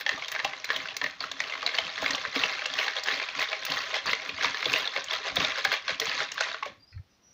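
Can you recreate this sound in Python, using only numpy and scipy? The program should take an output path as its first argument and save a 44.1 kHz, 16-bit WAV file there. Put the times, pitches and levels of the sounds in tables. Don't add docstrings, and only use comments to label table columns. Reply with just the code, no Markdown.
import sys
import numpy as np
from scipy import signal
from scipy.fft import rfft, irfft, next_fast_len
from scipy.io import wavfile

SR = 44100
rng = np.random.default_rng(int(sys.argv[2]) if len(sys.argv) > 2 else 0)


def to_linear_factor(level_db):
    exponent = np.asarray(level_db, float) / 20
    return 10 ** exponent


def unload_wav(signal):
    wavfile.write(
        sys.argv[1],
        SR,
        np.round(np.clip(np.atleast_2d(signal).T, -1, 1) * 32767).astype(np.int16),
    )


N = 323253

# (pressure peak [s], drag level [dB], 10 dB rise [s], 10 dB fall [s], hiss re drag [dB])
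STROKES = [(0.069, -36.0, 0.014, 0.272, -29.0), (0.44, -36.7, 0.071, 0.196, -32.0),
           (0.719, -34.5, 0.055, 0.254, -25.0), (1.033, -36.8, 0.012, 0.102, -20.0),
           (1.411, -37.4, 0.082, 0.892, -31.0), (1.741, -33.1, 0.041, 0.223, -29.0),
           (2.039, -30.9, 0.082, 0.278, -25.0), (2.352, -28.3, 0.015, 0.352, -28.0),
           (2.788, -27.9, 0.048, 0.153, -23.0), (3.076, -29.3, 0.035, 0.228, -26.0),
           (3.425, -26.5, 0.06, 0.032, -20.0), (3.729, -30.6, 0.138, 0.229, -23.0),
           (4.12, -31.7, 0.049, 0.033, -16.0), (4.435, -25.0, 0.036, 0.064, -28.0),
           (4.766, -27.7, 0.27, 0.114, -18.0), (5.13, -26.7, 0.03, 0.058, -26.0),
           (5.364, -28.7, 0.011, 0.281, -33.0), (5.725, -23.7, 0.019, 0.041, -19.0),
           (6.009, -32.1, 0.01, 0.232, -23.0), (6.413, -29.0, 0.037, 0.117, -44.0),
           (0.004, -32.7, 0.031, 0.024, -10.0), (0.335, -39.5, 0.116, 0.081, -18.0),
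                  (1.21, -34.9, 0.009, 0.083, -25.0), (2.982, -28.3, 0.033, 0.016, -25.0),
                  (3.517, -33.5, 0.07, 0.081, -34.0), (3.959, -26.7, 0.049, 0.035, -32.0),
                  (4.078, -28.3, 0.018, 0.081, -33.0), (4.278, -35.7, 0.167, 0.054, -29.0),
                  (4.953, -33.5, 0.065, 0.104, -30.0), (5.269, -28.4, 0.041, 0.053, -41.0),
                  (5.406, -29, .008, .11, -25), (5.583, -25.9, 0.016, 0.025, -27.0),
                  (5.651, -35.7, 0.033, 0.075, -24.0), (5.896, -27.6, 0.025, 0.048, -44.0),
                  (6.221, -26.1, 0.098, 0.029, -37.0), (6.66, -42.0, 0.026, 0.05, -43.0)]
RISE_BEND, FALL_BEND = 0.8, 1.3
# (frequency [Hz], level [dB per Hz])
DRAG_SPECTRUM = [(590, -51), (1000, 1), (1410, -2), (1680, 1), (2100, 2), (2400, -1.5), (2650, -1),
                 (2950, -4), (3350, -0.5), (4120, -2.5), (6500, -14), (8500, -43.5), (11000, -69),
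                 (18700, -120)]
# (frequency [Hz], level [dB per Hz])
HISS_SPECTRUM = [(7000, -25), (9000, -18.5), (10800, -11), (12600, -22.5), (13700, -15), (14900, 3),
                 (15700, 4), (16500, -20.5)]
# (frequency [Hz], width [Hz], level [dB])
HOLLOW_MODES = [(420, 60, -7), (530, 40, 0), (633, 51.3, 0.5), (783, 60, -1.5), (1052, 60, -4)]
# (frequency [Hz], width [Hz], level [dB])
ROCKING_MODES = [(64, 40, -8.5), (105.4, 49, -1), (158, 40, .5), (272, 26, 6.5)]
# (time [s], level [dB], 10 dB fall [s])
ROCK_EVENTS = [(0.142, -48.8, 0.048), (0.443, -53.2, 0.09), (0.73, -51.5, 0.118), (1.052, -47.8, 0.051),
               (1.219, -59.3, 1.332), (1.828, -52.1, 0.135), (2.046, -45.0, 0.111), (2.286, -53.2, 0.018),
               (2.403, -51.9, 0.12), (2.694, -60.0, 0.232), (3.174, -48.6, 0.027), (3.37, -56.8, 0.069),
               (3.708, -48.3, 0.091), (4.077, -47.2, 0.08), (4.318, -52.7, 0.107), (4.481, -46.8, 0.042),
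               (4.699, -46.4, 0.116), (4.974, -63.1, 0.584), (5.388, -39.4, 0.076), (5.672, -54.0, 0.087),
               (5.925, -53.5, 0.049), (6.029, -54.5, 0.38), (6.701, -52.5, 0.043)]
PANEL_HZ = [1120, 1690, 2160, 2680, 3350, 4200]

# (time [s], peak [dB], ring frequency [Hz])
KNOCKS = [(0.0104, -24.5, 1640), (0.3614, -17.0, 1630), (0.6903, -17.5, 1670), (0.856, -23.0, 1550),
          (1.2396, -17.5, 1340), (1.6277, -18.5, 1170), (2.2508, -16.5, 1610), (2.6199, -20.5, 1620),
          (2.8804, -11.5, 1670), (3.0584, -21.0, 1670), (4.0572, -19.5, 1150), (4.9734, -16.5, 1630),
          (5.2774, -23.0, 1630), (5.5568, -20.0, 1600), (5.6506, -7.5, 1660), (5.7169, -13.0, 1590),
          (5.88, -16.0, 1620), (5.8934, -15.5, 1560), (6.2033, -16.5, 1400), (6.3789, -17.0, 1600),
          (6.4073, -11.0, 1460), (6.5435, -19.0, 1440), (6.6265, -24.0, 1100),
          (0.0638, -7.5, 1800), (0.0917, -8.5, 1850), (0.3167, -22.0, 1950), (0.3915, -17.5, 1930),
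                (0.399, -15.0, 1780), (0.7028, -9.5, 1740), (0.7164, -20.5, 1730), (1.0146, -13.0, 1800),
                (1.0405, -12.5, 1900), (1.062, -17.5, 1800), (1.4032, -14.5, 1960), (1.9784, -18.5, 1740),
                (2.1076, -14.0, 1880), (3.0704, -18.5, 1710), (3.0849, -12.5, 1760), (3.1044, -18.0, 1780),
                (3.4037, -12.0, 1970), (3.7698, -15.0, 1890), (4.1011, -18.5, 1900), (4.4099, -18.0, 1730),
                (4.5446, -17.5, 1740), (6.0164, -16.5, 1950),
          (0.2224, -19.0, 2220), (0.3496, -14.5, 2100), (0.5337, -23.0, 2080),
                   (0.6429, -20.5, 2150), (0.9662, -22.0, 2170), (1.5229, -19.5, 2160),
                   (1.5364, -19.0, 2120), (1.6744, -14.0, 2160), (1.6904, -16.5, 2170),
                   (2.0612, -10.5, 2160), (2.36, -13.5, 2160), (2.4962, -20.0, 2130), (2.592, -19.0, 2350),
                   (3.1368, -17.5, 2160), (3.1986, -16.5, 2130), (3.2256, -18.5, 2430),
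                   (3.2874, -17.5, 2360), (3.4256, -13.5, 2170), (3.5289, -12.5, 2320),
                   (3.8357, -22.0, 2190), (3.9414, -14.5, 2100), (4.131, -8.5, 2110), (4.4448, -9.5, 2190),
                   (4.6274, -13.5, 2160), (4.9621, -12.5, 2180), (5.5039, -20.5, 2280),
                   (5.7384, -13.5, 2170), (6.0546, -21.5, 2420), (6.6573, -26.5, 2280),
          (0.4469, -12.0, 2730), (0.7622, -13.5, 3110), (0.8859, -20.0, 2710),
                    (1.4975, -19.5, 2790), (1.7853, -8.0, 3120), (2.1485, -16.0, 2840),
                    (2.4364, -8.0, 2720), (2.6569, -12.5, 2770), (2.7881, -10.5, 2810),
                    (2.8424, -19.5, 2850), (3.3922, -15.0, 2560), (3.6501, -21.5, 2670), (3.7, -16.5, 2710),
                    (4.2926, -17.5, 2490), (4.6454, -21.5, 2870), (4.6972, -18.0, 2510),
                    (4.7371, -7.5, 2600), (4.7596, -10.5, 2600), (5.0843, -22.5, 3080),
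                    (5.4024, -16.0, 2750), (6.115, -17.5, 2570), (6.319, -23.0, 2790),
          (0.2828, -20.5, 3720), (1.2057, -16.0, 4420), (1.3154, -15.5, 3470),
                   (1.6636, -10.5, 4010), (1.7504, -16.5, 4420), (2.0198, -20.0, 3460),
                   (2.1326, -17.5, 4220), (2.2139, -20.0, 3540), (2.7372, -16.0, 3330),
                   (2.9657, -15.5, 3380), (3.487, -19.0, 3620), (3.7194, -11.0, 4290),
                   (3.9664, -18.0, 3270), (4.0664, -19.5, 4420), (4.6563, -10.5, 3480),
                   (4.8544, -17.5, 3680), (4.8748, -14.5, 3500), (5.1093, -13.5, 3480),
                   (5.1354, -19.0, 3260), (5.3677, -9.0, 3470), (5.447, -11.5, 3680), (5.9983, -14.5, 3450),
                   (6.095, -16.0, 4410)]
# (time [s], peak [dB], ring frequency [Hz])
SKIPS = [(0.109, -21.9, 1790), (0.1157, -22.1, 1750), (0.13, -25.1, 1680), (0.1939, -28.8, 2120),
         (0.323, -22, 1700), (0.8008, -24.7, 2130), (0.8726, -29.3, 2110), (1.5531, -25.3, 1110),
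         (1.6085, -28.7, 2480), (1.6183, -27.1, 2560), (1.7437, -22.1, 1830), (1.8789, -26.8, 1170),
         (2.0294, -25.0, 2190), (2.0784, -21.1, 2560), (2.1797, -23.1, 2070), (2.2593, -25.1, 1670),
         (2.326, -28, 2050), (2.3528, -23.0, 1690), (2.4564, -21.5, 1770), (2.5494, -24.9, 2150),
         (2.6458, -26.8, 2230), (2.7874, -16.5, 1830), (2.8115, -21.9, 2120), (2.8284, -21.2, 1890),
         (2.9329, -25.9, 1630), (3.1115, -21.6, 1990), (3.2164, -26.5, 2130), (3.2364, -25.5, 2440),
         (3.3501, -23.7, 2170), (3.517, -25.8, 2280), (3.552, -25.7, 2170), (3.6256, -27.0, 2160),
         (3.6641, -21.9, 1640), (3.7121, -25.7, 1640), (3.9492, -18.7, 1690), (4.0919, -20.6, 1920),
         (4.1975, -25.0, 2190), (4.2201, -26.2, 2090), (4.3844, -27.3, 1120), (4.4731, -20.7, 1700),
         (4.5696, -25.9, 2270), (4.5907, -25.8, 2220), (4.9352, -26.3, 2110), (5.2527, -25.2, 1080),
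         (5.2985, -25.9, 2020), (5.427, -20.1, 1000), (5.4408, -23.4, 2010), (5.4815, -23.1, 1970),
         (5.5911, -21.6, 1680), (5.6423, -23.6, 2200), (5.6723, -23.2, 2140), (5.9063, -21.2, 1640),
         (6.0676, -22.4, 1010), (6.1258, -22.7, 2130), (6.2873, -27.5, 2200), (6.486, -24, 2150),
         (6.5137, -24.7, 1650), (6.63, -23, 2170),
         (0.2358, -27.9, 3230), (0.2446, -24.0, 3210), (0.2573, -29.2, 3270), (0.5985, -30, 5500),
              (0.6535, -24.2, 4070), (0.9068, -29.0, 2630), (1.3921, -29.8, 3530), (1.6271, -25.7, 4640),
              (1.7433, -24.4, 4240), (1.776, -22.0, 2620), (1.866, -24.6, 2680), (1.437, -25, 2700),
              (1.9567, -26.8, 3310), (2.2731, -27.0, 4080), (2.3959, -21.9, 4020), (2.6994, -24.2, 3320),
              (2.7785, -21.3, 2640), (2.7983, -19.4, 2640), (2.8812, -25.0, 3680), (3.0921, -24.5, 4300),
              (3.1582, -23.2, 4190), (3.6323, -25.4, 3350), (3.6642, -23.8, 4360), (3.6933, -28.0, 3150),
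              (3.7432, -21.5, 3100), (3.8136, -25.7, 3250), (4.11, -24.1, 3910), (4.2286, -29.7, 4080),
              (4.4438, -19.8, 3730), (4.6604, -20.8, 3500), (4.7287, -20.9, 2710), (4.7719, -19.4, 3830),
              (4.7972, -23.1, 3420), (5.2376, -27.4, 3920), (5.4153, -20.7, 2690), (5.7264, -18.2, 4180),
              (5.8796, -17.3, 4170), (5.9429, -25.6, 2660), (5.998, -15.9, 5110), (6.0677, -24.9, 3900),
              (6.0879, -24.5, 2770), (6.3187, -27.0, 5800), (6.3734, -28.5, 3610), (6.499, -28, 3500)]
# (time [s], peak [dB], metal edge re peak [dB])
TICKS = [(0.0907, -24.5, -27), (0.282, -23.5, -27), (0.3167, -25, -11), (0.4459, -23.5, -19),
         (0.6445, -20.5, -22), (0.7616, -29, -17), (0.9664, -18.5, -19), (1.0385, -31, -21),
         (1.3157, -26, -26.5), (1.4016, -21.5, -40), (1.6637, -21, -26.5), (1.785, -24.5, -28),
         (2.019, -27, -24), (2.1067, -18, -40), (2.153, -20, -34), (2.6594, -21, -34.5), (2.7376, -27, -26),
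         (3.0355, -19.5, -28), (3.3948, -23, -28), (3.6505, -21.5, -11.5), (3.702, -25, -22),
         (4.0594, -24, -27), (4.7307, -20, -24), (5.0417, -23.5, -29), (5.3572, -21, -15),
         (5.6473, -16, -21.5), (5.9992, -15, -20.5), (6.0556, -20.5, -33), (6.3177, -22.5, -33.5),
         (6.341, -36, -14), (6.407, -20, -35), (6.657, -36, -24)]
# (time [s], peak [dB], frequency [Hz])
BOOMS = [(0.447, -18.0, 800), (1.019, -26.5, 999), (1.629, -31.0, 638), (1.787, -24.5, 654),
         (2.022, -24.0, 643), (2.363, -26, 480), (2.435, -27.0, 999), (3.528, -24.5, 633),
         (4.057, -31.0, 926), (4.444, -21.5, 950), (4.66, -22.5, 490), (4.974, -26.0, 544),
         (5.37, -21.5, 530), (5.652, -21.0, 781), (6.015, -28.0, 450), (6.406, -24.0, 651),
         (6.659, -28.5, 579)]
# (time [s], peak [dB], frequency [Hz])
SLAPS = [(0.1203, -37.0, 410), (0.174, -29, 1200), (1.3102, -37.9, 780), (2.1295, -35.1, 640),
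         (2.2609, -34.1, 570), (2.4477, -29.5, 650), (2.6178, -32.3, 600), (2.6566, -33.2, 520),
         (2.6977, -37.7, 650), (3.039, -39.5, 620), (3.1632, -35.5, 570), (3.9639, -31.8, 660),
         (4.1575, -38.6, 760), (4.3875, -33.8, 640), (4.4161, -32.5, 570), (4.7413, -30.4, 720),
         (4.7945, -35.1, 590), (4.8527, -33.5, 700), (5.1288, -34.5, 560), (5.2766, -31.1, 710),
         (5.4338, -31.3, 600), (5.5835, -29.7, 560), (5.7269, -30.8, 650), (6.4847, -36.3, 660),
         (6.5135, -36.3, 680), (6.541, -34.9, 640), (6.624, -21, 1100)]
# (time [s], peak [dB], frequency [Hz])
BUMPS = [(0.3229, -57.0, 130), (0.4625, -54.8, 150), (3.0581, -55.1, 220), (3.6885, -41.3, 150),
         (3.9262, -58.1, 170), (4.3298, -46.8, 90), (4.6791, -40.6, 130), (5.1433, -56.7, 100),
         (5.3489, -47.7, 160), (6.0199, -51.4, 140), (6.1842, -47.6, 150), (6.6822, -54.6, 220),
         (6.769, -56.0, 110)]
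# (frequency [Hz], peak [dB], T60 [s])
LAST_RING = [(520, -47, .3), (1100, -55, .3), (3480, -57, .3), (4150, -59, .3), (2150, -54, .3)]

# (time [s], peak [dB], frequency [Hz], T60 [s])
THUMPS = [
    (2.361, -29.5, 272, .12),
    (6.915, -54, 90, .15),
    (6.938, -44, 94, .1),
    (6.955, -32.5, 91.6, 0.12),
    (6.991, -35, 101.4, 0.04),
]
# (time [s], peak [dB], frequency [Hz], T60 [s])
TAPS = [
    (6.925, -49, 1890, 0.15),
    (6.975, -50, 1690, 0.07),
]
# (time [s], length [s], frequency [Hz], width [Hz], level [dB])
BIRDS = [
    (6.785, 0.075, 4770, 60, -59),
    (6.854, 0.11, 4930, 300, -62.5),
    (6.86, 0.087, 5500, 300, -75),
    (6.894, .1, 4300, 200, -67),
    (7.077, .11, 5850, 350, -75),
    (7.09, .1, 5050, 300, -76),
    (7.202, 0.18, 5800, 220, -63),
]
# (frequency [Hz], level [dB per Hz])
AIR_SPECTRUM = [(18, -28.5), (30, -11), (73, -3), (355, -10.5), (889, -14.5), (4420, -19.5), (5740, -20.5),
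                (7670, -38.5), (16000, -38)]


def stirring():
    strokes = np.array(STROKES).T
    clumps = to_linear_factor(4.0 * np.minimum(wander(45, 140), 1.6))
    wires = drag(strokes, clumps) + sheen(strokes, clumps) + metal_hiss(strokes, clumps)
    return wires + hollow(strokes, clumps) + rocking()


def drag(strokes, clumps):
    s, db, rise_s, fall_s, _ = strokes
    pressure = swells(s, db, rise_s, fall_s)
    slips = grains(16000, 3.0) * clumps
    dealt = rng.integers(0, 20, N)
    rattle = 0
    for k, hz in enumerate(np.geomspace(1000, 8000, 20)):
        patch = to_linear_factor(3.0 * wander(11, 12.8))
        ring = resonance(slips * patch * (dealt == k), hz, 0.099 * hz)
        rattle = rattle + resonance(ring, hz, 0.18 * hz)
    return to_linear_factor(-2.3) * pressure * coloured(rattle, DRAG_SPECTRUM)


def sheen(strokes, clumps):
    s, db, rise_s, fall_s, _ = strokes
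    shimmer = resonance(rms_one(grains(4000, 3.0) * clumps), 8700, 2500)
    return swells(s, db - 36, rise_s, fall_s, 1.7) * shimmer


def metal_hiss(strokes, clumps):
    s, db, rise_s, fall_s, metal_db = strokes
    flicker = to_linear_factor(-1.5 + 3.5 * wander(14, 30))
    noise = coloured(rng.standard_normal(N) * clumps ** 0.75, HISS_SPECTRUM)
    return flicker * swells(s, db + metal_db, rise_s, fall_s, 2.5) * noise


def hollow(strokes, clumps):
    s, db, rise_s, fall_s, _ = strokes
    return swells(s, db - 11.5, rise_s, fall_s, 1.25) * body(grains(900, 4.2) * clumps, HOLLOW_MODES)


def rocking():
    s, db, fall_s = np.transpose(ROCK_EVENTS)
    rise_s = 0.04
    return swells(s, db, rise_s, fall_s) * body(grains(250, 4.4), ROCKING_MODES)


def knocks():
    hits = np.array(KNOCKS)
    hollow_db, lead_s = -16, 0.0007
    out, cracks = np.zeros(N), np.zeros(N)
    luck = rng.random((len(hits), 4, 6))
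    for (s, db, hz), (hollow_pitch, hollow_gain, panel_pitch, panel_gain) in zip(hits, luck):
        patch_t60_s = 0.024 * min(2000 / hz, 1) ** 1.5
        patch = struck([hz, 1.07 * hz], np.array([1, 0.6]), patch_t60_s, 0.0017)
        panel = struck(PANEL_HZ * (0.97 + 0.06 * panel_pitch), panel_gain - 0.5, 0.022, 0.0013)
        cavity = struck(420 * 2.244 ** hollow_pitch, hollow_gain - 0.5, 0.053, 0.0022)
        add(out, s - lead_s, to_linear_factor(db - 6.5) * patch)
        add(out, s - lead_s, to_linear_factor(db - 10.5) * panel)
        add(out, s - lead_s, to_linear_factor(db - 6.5 + hollow_db) * cavity)
        puff = burst(0.0006, 0.022)
        add(cracks, s, to_linear_factor(db) * peak_one(resonance(puff, hz, 1.13 * hz) + to_linear_factor(-6.0) * puff))
    return out + to_linear_factor(-4.5) * cracks.std() * coloured(cracks, DRAG_SPECTRUM)


def skips():
    out, cracks = np.zeros(N), np.zeros(N)
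    ring_t60_s, crack_t60_s = 0.018, 0.016
    for s, db, hz in np.array(SKIPS):
        add(out, s, to_linear_factor(db - 6.0) * struck([hz, 1.09 * hz], np.array([1, 0.7]), ring_t60_s, 0.0016))
        puff = burst(0.0006, crack_t60_s)
        crack = peak_one(resonance(puff, hz, 1.2 * hz) + to_linear_factor(-3.0) * puff)
        add(cracks, s + 0.0008, to_linear_factor(db) * crack)
    return out + to_linear_factor(-1.5) * cracks.std() * coloured(cracks, DRAG_SPECTRUM)


def ticks():
    snaps, edges = np.zeros(N), np.zeros(N)
    bright = signal.butter(4, [3800, 6700], "band", fs=SR, output="sos")
    for s, db, edge_db in TICKS:
        snap = peak_one(signal.sosfilt(bright, burst(0.00027, 0.021)))
        add(snaps, s, to_linear_factor(db - 2.5) * snap)
        add(edges, s, to_linear_factor(db + edge_db + 4.0) * burst(0.0005, 0.037))
    return snaps + edges.std() * coloured(edges, HISS_SPECTRUM)


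def booms():
    out = np.zeros(N)
    for s, db, hz in BOOMS:
        wave = struck([hz, 1.3 * hz, 0.74 * hz], np.array([1, 0.5, 0.4]), 0.07, 0.0022)
        add(out, s, to_linear_factor(db - 1.5) * wave)
    return out


def slaps():
    out = np.zeros(N)
    slap_t60_s, bump_t60_s, last_touch_s = 0.06, 0.12, 6.662
    for s, db, hz in SLAPS:
        add(out, s, to_linear_factor(db - 4.0) * struck([hz, 0.78 * hz], np.array([1, 0.4]), slap_t60_s, 0.004))
    for s, db, hz in BUMPS:
        add(out, s, to_linear_factor(db - 3.5) * struck([hz], np.ones(1), bump_t60_s, 0.014))
    for hz, db, t60_s in LAST_RING:
        wave = struck([hz, 1.012 * hz], np.array([1, 0.6]), t60_s, 0.004)
        add(out, last_touch_s, to_linear_factor(db) * wave)
    return out


def nudges():
    out = np.zeros(N)
    for s, db, hz, t60_s in THUMPS:
        add(out, s, to_linear_factor(db) * struck([hz], np.ones(1), t60_s, 1.0 / hz))
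    for s, db, hz, t60_s in TAPS:
        modes_hz = hz * rng.uniform(0.7, 1.4, 20)
        add(out, s, to_linear_factor(db) * struck(modes_hz, rng.normal(0, 1, 20), t60_s, 0.0013))
    return out


def kitchen(x):
    t60_s, wall_cut_hz = 0.23, 6000
    t = np.arange(SR // 2) / SR
    echoes = rng.standard_normal(len(t)) * to_linear_factor(-60 * t / t60_s) * (1 - np.exp(-t / 0.006))
    echoes = echoes + 0.3 * sum(resonance(echoes, hz, 260) for hz in PANEL_HZ)
    echoes = signal.sosfilt(signal.butter(1, wall_cut_hz, fs=SR, output="sos"), echoes)
    return signal.fftconvolve(x, echoes / np.sqrt(np.sum(echoes ** 2)))[:N]


def birds():
    out, white = np.zeros(N), rng.standard_normal(SR // 4)
    for s, length_s, hz, width_hz, db in BIRDS:
        whistle = rms_one(resonance(resonance(white, hz, width_hz), hz, width_hz))
        count = round(length_s * SR)
        add(out, s, to_linear_factor(db) * whistle[-count:] * signal.windows.tukey(count, 0.7))
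    return out


def still_air():
    air = to_linear_factor(-67.5) * coloured(rng.standard_normal(N), AIR_SPECTRUM)
    capsule = to_linear_factor(-87) * coloured(rng.standard_normal(N), HISS_SPECTRUM[-4:])
    return air + capsule


def swells(s, db, rise_s, fall_s, steeper=1):
    s, db, rise_s, fall_s = [np.reshape(v, (-1, 1)) for v in (s, db, rise_s, fall_s)]
    coarse = np.arange(0, N + 64, 64)
    late_s = coarse / SR - s
    up = np.maximum(-late_s, 0) / rise_s
    down = np.maximum(late_s, 0) / fall_s
    gains = to_linear_factor(db - 10 * steeper * (up ** RISE_BEND + down ** FALL_BEND))
    return np.interp(np.arange(N), coarse, np.sqrt(np.sum(gains ** 2, axis=0)))


def wander(hz, width_hz):
    slow = resonance(rng.standard_normal(N // 20 + 2), 20 * hz, 20 * width_hz)
    return np.interp(np.arange(N) / 20, np.arange(len(slow)), rms_one(slow))


def grains(per_s, spread_db):
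    sizes = to_linear_factor(spread_db * np.minimum(rng.exponential(1, N), 3.3)) * rng.choice([-1, 1], N)
    return sizes * (rng.random(N) < per_s / SR) + 1e-18


def body(x, modes):
    out = 0
    for hz, width_hz, db in modes:
        swell = to_linear_factor(db + 3.0 * wander(5, 13))
        out = out + resonance(resonance(x * swell, hz, width_hz), hz, 3.0 * width_hz)
    return rms_one(out)


def struck(hz, gains, t60_s, rise_s):
    t = np.arange(round(min(np.max(t60_s), 0.25) * SR)) / SR
    sines = np.sin(2 * np.pi * np.outer(hz, t))
    wave = gains @ (sines * to_linear_factor(-60 * t / np.reshape(t60_s, (-1, 1))))
    return peak_one(wave * (1 - np.exp(-(t / rise_s) ** 2)))


def burst(rise_s, t60_s):
    t = np.arange(round(0.1 * SR)) / SR
    return (1 - np.exp(-t / rise_s)) * to_linear_factor(-60 * t / t60_s) * rng.standard_normal(len(t))


def resonance(x, hz, width_hz):
    r = np.exp(-np.pi * width_hz / SR)
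    poles = [1, -2 * r * np.cos(2 * np.pi * hz / SR), r * r]
    return signal.lfilter([(1 - r * r) / 2, 0, (r * r - 1) / 2], poles, x)


def coloured(x, spectrum):
    hz, level_db = np.transpose(spectrum)
    size = next_fast_len(N)
    grid_hz = np.maximum(np.fft.rfftfreq(size, 1 / SR), 1)
    gain = to_linear_factor(np.interp(np.log(grid_hz), np.log(hz), level_db))
    return rms_one(irfft(rfft(x, size) * gain, size)[:N])


def rms_one(x):
    return x / np.sqrt(np.mean(x ** 2) + 1e-20)


def peak_one(x):
    return x / np.max(np.abs(x))


def add(out, s, wave):
    i = max(round(s * SR), 0)
    out[i:i + len(wave)] += wave[:N - i]


def scene():
    lively = stirring() + knocks() + skips() + ticks() + booms() + slaps() + birds()
    kitchen_db = -14
    return (lively + to_linear_factor(kitchen_db) * kitchen(lively) + nudges() + still_air())[None]


def top_cut(x):
    return signal.sosfilt(signal.butter(12, 16810, fs=SR, output="sos"), x)


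def record(dry):
    mix = signal.sosfilt(signal.cheby2(8, 30, 15800, fs=SR, output="sos"), dry)
    return top_cut(mix)


dry = scene()
out = record(dry)
unload_wav(out)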